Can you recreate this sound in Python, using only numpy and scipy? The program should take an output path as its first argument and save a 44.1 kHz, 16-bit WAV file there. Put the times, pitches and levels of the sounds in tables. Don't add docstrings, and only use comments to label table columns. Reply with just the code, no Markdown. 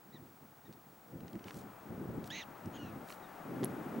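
import sys
import numpy as np
from scipy import signal
from scipy.fft import rfft, irfft
from scipy.io import wavfile
from scipy.ndimage import uniform_filter1d

SR = 44100
rng = np.random.default_rng(int(sys.argv[2]) if len(sys.argv) > 2 else 0)


def wav_out(sig):
    wavfile.write(sys.argv[1], SR, np.round(np.clip(np.atleast_2d(sig).T, -1, 1) * 32767).astype(np.int16))


N = 176400
TIME = np.arange(N) / SR
BIN_HZ = np.arange(N // 2 + 1) * SR / N
CUTOFF_HZ = 16500


# start_s, pitch_hz
BARK_PITCH = [(2.298, 1440), (2.312, 1741), (2.326, 1938), (2.352, 1995), (2.378, 2110), (2.41, 1985),
              (2.427, 1743), (2.44, 1270)]
# start_s, level_db, roughness (0-1)
BARK_EFFORT = [(2.296, -74, 0.07), (2.304, -45, 0.28), (2.325, -48, 0.33), (2.345, -46, 0.4),
               (2.356, -46, 0.95), (2.385, -45.5, 0.7), (2.408, -47, 0.65), (2.43, -51.5, 0.37),
               (2.441, -58, 0.3)]
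BARK_HARMONICS = [15.5, 2.5, -1, -27]
BARK_PAN_DB = -3


def bark():
    pitch_hz, = in_time(BARK_PITCH)
    level_db, rough = in_time(BARK_EFFORT)
    call = cry(pitch_hz, level_db, rough, BARK_HARMONICS, BARK_EFFORT[0][0])
    return call * during(BARK_EFFORT) * pan(BARK_PAN_DB)


# centre_hz, gain_db
THROAT = [(700, -23), (2100, -4.5), (2900, 11), (3900, 6.5), (5000, -3.5), (6850, 2.5), (7500, -22)]
AIR_DB = -6
UPPER_HZ, UPPER_SAG_HZ_PER_S, UPPER_DB = 6800, 6500, -7.5


def cry(pitch_hz, level_db, rough, harmonics_db, onset_s):
    upper_hz = UPPER_HZ - UPPER_SAG_HZ_PER_S * (TIME - onset_s)
    upper_carrier = np.exp(2j * np.pi * np.cumsum(upper_hz) / SR)
    upper = from_db(UPPER_DB) * np.real(chaos() * upper_carrier)
    breath = from_db(AIR_DB) * rng.standard_normal(N)
    turbulence = np.clip(rough, 0, 1) * (breath + upper)
    sound = colour(voice(pitch_hz, rough, harmonics_db) + turbulence, THROAT)
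    running_rms = np.sqrt(uniform_filter1d(sound ** 2, size=400) + 1e-9)
    return from_db(level_db) * sound / running_rms


JITTER, JITTER_HZ = .021, 240
RASP_WIDTH_HZ = 310


def voice(pitch_hz, rough, harmonics_db):
    rough = np.clip(rough, 0, 1)
    wobble = 1 + JITTER * np.sqrt(rough) * drift(JITTER_HZ)
    phase = 2 * np.pi * np.cumsum(pitch_hz * wobble) / SR
    out = 0
    for k, db in enumerate(harmonics_db, 1):
        broken = rough ** (1 / np.sqrt(k))
        strength = np.sqrt(1 - broken ** 2) + broken * chaos()
        out = out + from_db(db) * np.real(strength * np.exp(1j * k * phase))
    return rms_one(out)


def chaos():
    return rms_one(drift(RASP_WIDTH_HZ) + 1j * drift(RASP_WIDTH_HZ))


# start_s, pitch_hz, level_db (direct sound), roughness (0-1)
SQUEAL = [(2.725, 1400, -70, .6), (2.752, 1580, -58.5, .8), (2.77, 1600, -57.5, .8), (2.779, 1430, -59, .2),
          (2.81, 1455, -54.5, .12), (2.85, 1380, -60, .2), (2.905, 1260, -66, .2)]
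SQUEAL_HARMONICS = [9, -9, -17, -15]
# middle_s, length_s, pitch_hz (at the middle), level_db (direct sound, at the middle)
YIPS = [(.151, .054, 1970, -64), (.666, .032, 1860, -71), (3.243, .046, 1900, -68)]
YIP_HARMONICS = [1, -1, -17]
YIP_ARCH_PER_S2, YIP_FALL_PER_S, YIP_ROUGH = 165, 2, .25


def far_calls():
    pitch_hz, level_db, rough = in_time(SQUEAL)
    squeal = cry(pitch_hz, level_db, rough, SQUEAL_HARMONICS, SQUEAL[0][0]) * during(SQUEAL)
    yip_hz, yip_gain = np.zeros(N), np.zeros(N)
    for middle_s, length_s, middle_hz, db in YIPS:
        age = TIME - middle_s
        along = np.clip(2 * age / length_s, -1, 1)
        arch = 1 - YIP_ARCH_PER_S2 * age ** 2 - YIP_FALL_PER_S * age
        yip_hz += (np.abs(along) < 1) * middle_hz * arch
        yip_gain += from_db(db) * np.sqrt(1 - along ** 2)
    return squeal + yip_gain * voice(yip_hz, YIP_ROUGH, YIP_HARMONICS)


SCATTER_S, SCATTER_DB = .008, -11


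def grass(x):
    age = TIME[:SR // 10]
    tail = rng.standard_normal(len(age)) * np.exp(-age / SCATTER_S)
    return x + from_db(SCATTER_DB) * signal.fftconvolve(x, tail / np.linalg.norm(tail))[:N]


# start_s, level_db (height of the ring without rattle, before panning)
SNAPS = [(3.6456, -20.5), (3.656, -40)]
SNAP_HZ, SNAP_WIDTH_HZ, SNAP_PAN_DB = 10650, 2300, 4.5
SNAP_RATTLE_DB, SNAP_RATTLE_S = -29, 0.0047


def snap():
    start_s, level_db = np.transpose(SNAPS)
    age = TIME[:SR // 20]
    rise = np.pi * SNAP_WIDTH_HZ * age
    ping = rise * np.exp(1 - rise) * np.sin(2 * np.pi * SNAP_HZ * age)
    rattle = from_db(SNAP_RATTLE_DB) * rng.standard_normal(len(age)) * np.exp(-age / SNAP_RATTLE_S)
    one_snap = np.convolve((age == 0) + rattle, ping)
    hits = clicks(start_s, from_db(level_db))
    return signal.fftconvolve(hits, one_snap)[:N] * pan(SNAP_PAN_DB)


# start_s, level_db (3 dB above the rms of its 10 ms, before panning), centre_hz
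TICKS = [(.7265, -62, 4250), (.735, -64, 4200), (1.206, -62, 2600), (1.281, -59, 2620),
         (1.331, -61.5, 3000), (1.354, -58.5, 1980), (1.394, -60, 1900), (1.442, -55.5, 2300),
         (1.483, -48, 1220), (1.5076, -48, 1380), (1.544, -60, 6400), (2.242, -56.5, 4450),
         (2.2752, -55.5, 11000), (2.305, -62, 11500), (2.6578, -58.5, 5700), (3.088, -60, 3800),
         (3.097, -56, 2140), (3.103, -47, 1700), (3.124, -51, 2310), (3.6328, -46.5, 1820),
         (3.639, -41.5, 1470), (3.6555, -51.5, 2070)]
SHELL_HZ = [1050, 1850, 2900, 4100, 5700, 8300, 12500]
SHELL_T60_S = .003
TICK_FALL_DB_PER_OCTAVE = 12
TICK_GRIT, TICK_GRIT_S = .5, .002


def ticks():
    out, age = np.zeros(N), TIME[:SR // 100]
    for start_s, level_db, centre_hz in TICKS:
        grit = TICK_GRIT * rng.standard_normal(len(age)) * np.exp(-age / TICK_GRIT_S)
        contact = (age == 0) + grit
        tick = 0
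        for mode_hz in SHELL_HZ:
            octaves_off = abs(np.log2(mode_hz / centre_hz))
            mode_gain = from_db(-TICK_FALL_DB_PER_OCTAVE * octaves_off)
            tick = tick + mode_gain * ring(contact, mode_hz, SHELL_T60_S)
        tick = signal.lfilter(*signal.butter(1, min(2 * centre_hz, CUTOFF_HZ), fs=SR), tick)
        start = int(start_s * SR)
        out[start:start + len(age)] += from_db(level_db) * rms_one(tick) / np.sqrt(2)
    return out


# middle_s, half_length_s, level_db (at the middle, before panning), centre_hz
RUBS = [(1.484, 0.026, -58.5, 1280), (1.57, 0.059, -62, 5700), (2.268, 0.017, -61, 4500),
        (3.111, 0.046, -61.5, 7040)]
RUB_GRAINS_PER_S = 2600


def rubbing():
    out = 0
    for middle_s, half_length_s, level_db, centre_hz in RUBS:
        slips = (rng.random(N) < RUB_GRAINS_PER_S / SR) * rng.standard_normal(N)
        edges_hz = [centre_hz / 2, min(centre_hz * 2, CUTOFF_HZ)]
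        band = signal.butter(1, edges_hz, "band", fs=SR, output="sos")
        swell = swells([(middle_s, half_length_s, level_db)])
        out = out + rms_one(signal.sosfilt(band, slips)) * swell
    return out


HANDLING_PAN_DB = -2.5


def handling():
    return (ticks() + rubbing()) * pan(HANDLING_PAN_DB)


# start_s, level_db
GUSTS = [(0, -66), (.2, -52.5), (.36, -65), (.62, -66), (.8, -61.5), (.97, -64), (1.2, -49.5), (1.42, -61),
         (1.6, -50), (1.8, -61), (1.92, -43), (2.2, -44), (2.36, -54.5), (2.58, -58), (2.7, -50.5),
         (2.92, -45.5), (3.12, -57.5), (3.38, -59), (3.5, -40), (3.64, -38.5), (3.8, -43.5), (4, -39.5)]
# middle_s, level_db
BUMPS = [(0.431, -57), (0.696, -49.5), (1.194, -55), (1.356, -42), (1.465, -48.5), (1.565, -45.5),
         (2.671, -41.5), (3.63, -37)]
BUMP_WIDTH_S = 0.023
# centre_hz, gain_db
BUFFET = [(25, -41), (90, -3.5), (150, 1), (240, 0), (350, -3.5), (520, -11), (3000, -72)]
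BUFFET_FLUTTER_DB, BUFFET_FLUTTER_HZ, BUFFET_LIKENESS = 2.23, 22.4, 0.91
# start_s, gain_db
BASS_GAIN = [(2.9, -0.5), (3.6, -18)]
BASS_HZ = 140


def buffeting():
    gust_db, = in_time(GUSTS)
    push = from_db(gust_db + BUFFET_FLUTTER_DB * drift(BUFFET_FLUTTER_HZ))
    bumps = swells([(middle_s, BUMP_WIDTH_S, db) for middle_s, db in BUMPS])
    buffet = air(BUFFET, BUFFET_LIKENESS) * np.hypot(push, bumps)
    bass = irfft(rfft(buffet) / (1 + (BIN_HZ / BASS_HZ) ** 4), N)
    bass_gain = from_db(in_time(BASS_GAIN)[0])
    return buffet + bass * (bass_gain - 1)


# start_s, level_db
RUSH_LEVEL = [(0, -63.5), (1, -62.5), (1.6, -55.5), (3.3, -51.5), (3.7, -48.5)]
# centre_hz, gain_db
RUSH = [(40, -12.5), (300, -10), (800, 1.5), (1050, -3.5), (1300, -3.5), (1700, -9.5), (4600, -29),
        (9000, -30.5)]
# centre_hz, left_minus_right_db
RUSH_PAN = [(220, -4.5), (650, 11.5), (4400, -1.5)]
RUSH_DB, RUSH_LIKENESS = -1.5, 0.93


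def rush():
    level_db, = in_time(RUSH_LEVEL)
    noise = air(RUSH, RUSH_LIKENESS)
    panned = irfft(rfft(noise) * pan(per_bin(RUSH_PAN)), N)
    return panned * from_db(RUSH_DB + level_db)


def from_db(db):
    return 10 ** (np.asarray(db) / 20)


def rms_one(x):
    return x / np.sqrt(np.mean(np.abs(x) ** 2) + 1e-20)


def in_time(rows):
    s, *columns = np.transpose(rows)
    return [np.interp(TIME, s, c) for c in columns]


def during(rows):
    inside = (TIME > rows[0][0]) & (TIME < rows[-1][0])
    return uniform_filter1d(1. * inside, size=200)


def swells(rows):
    return sum(from_db(db) * np.exp(-((TIME - s) / width) ** 2) for s, width, db in rows)


def clicks(times, gains):
    out = np.zeros(N)
    out[(np.asarray(times) * SR).astype(int)] = gains
    return out


def ring(clicks, hz, t60):
    r, w = np.exp(-np.log(1000) / (t60 * SR)), 2 * np.pi * hz / SR
    return signal.lfilter([1, -r * np.cos(w)], [1, -2 * r * np.cos(w), r * r], clicks + 1e-18)


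def pan(db):
    sides = from_db(np.array([[.5], [-.5]]) * db)
    return sides / np.cosh(np.log(10) * np.asarray(db) / 20 / 2)


def per_bin(points):
    hz, value = np.transpose(points)
    return np.interp(np.log(BIN_HZ + 1), np.log(hz), value)


def colour(x, points):
    return irfft(rfft(x) * from_db(per_bin(points)), N)


def drift(hz):
    return rms_one(irfft(rfft(rng.standard_normal(N)) / np.hypot(1, (BIN_HZ / hz) ** 2), N))


def air(spectrum, likeness):
    mid, side = rng.standard_normal((2, N))
    c = np.clip(likeness, 0, 1)
    stereo = np.sqrt(1 + c) * mid + np.sqrt(1 - c) * side * [[1], [-1]]
    return rms_one(colour(stereo, spectrum))


def scene():
    return bark() + grass(far_calls()) + snap() + handling() + buffeting() + rush()


# centre_hz, gain_db
HISS = [(2000, -0.5), (16000, -3.5)]
HISS_DB, HISS_LIKENESS = -69.5, 0.89
WHINE_HZ, WHINE_DB, WHINE_BREAKS_PER_S, WHINE_BREAK_SHARE = 15734, -65.3, 60, .08


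def record(dry):
    unbroken = (TIME * WHINE_BREAKS_PER_S) % 1 > WHINE_BREAK_SHARE
    gate = uniform_filter1d(1. * unbroken, size=40)
    whine = from_db(WHINE_DB) * np.sqrt(2) * np.sin(2 * np.pi * WHINE_HZ * TIME) * gate
    hiss = from_db(HISS_DB) * air(HISS, HISS_LIKENESS)
    top_cut = signal.ellip(10, .1, 70, CUTOFF_HZ, fs=SR, output="sos")
    return signal.sosfilt(top_cut, dry + whine + hiss)


dry = scene()
out = record(dry)
wav_out(out)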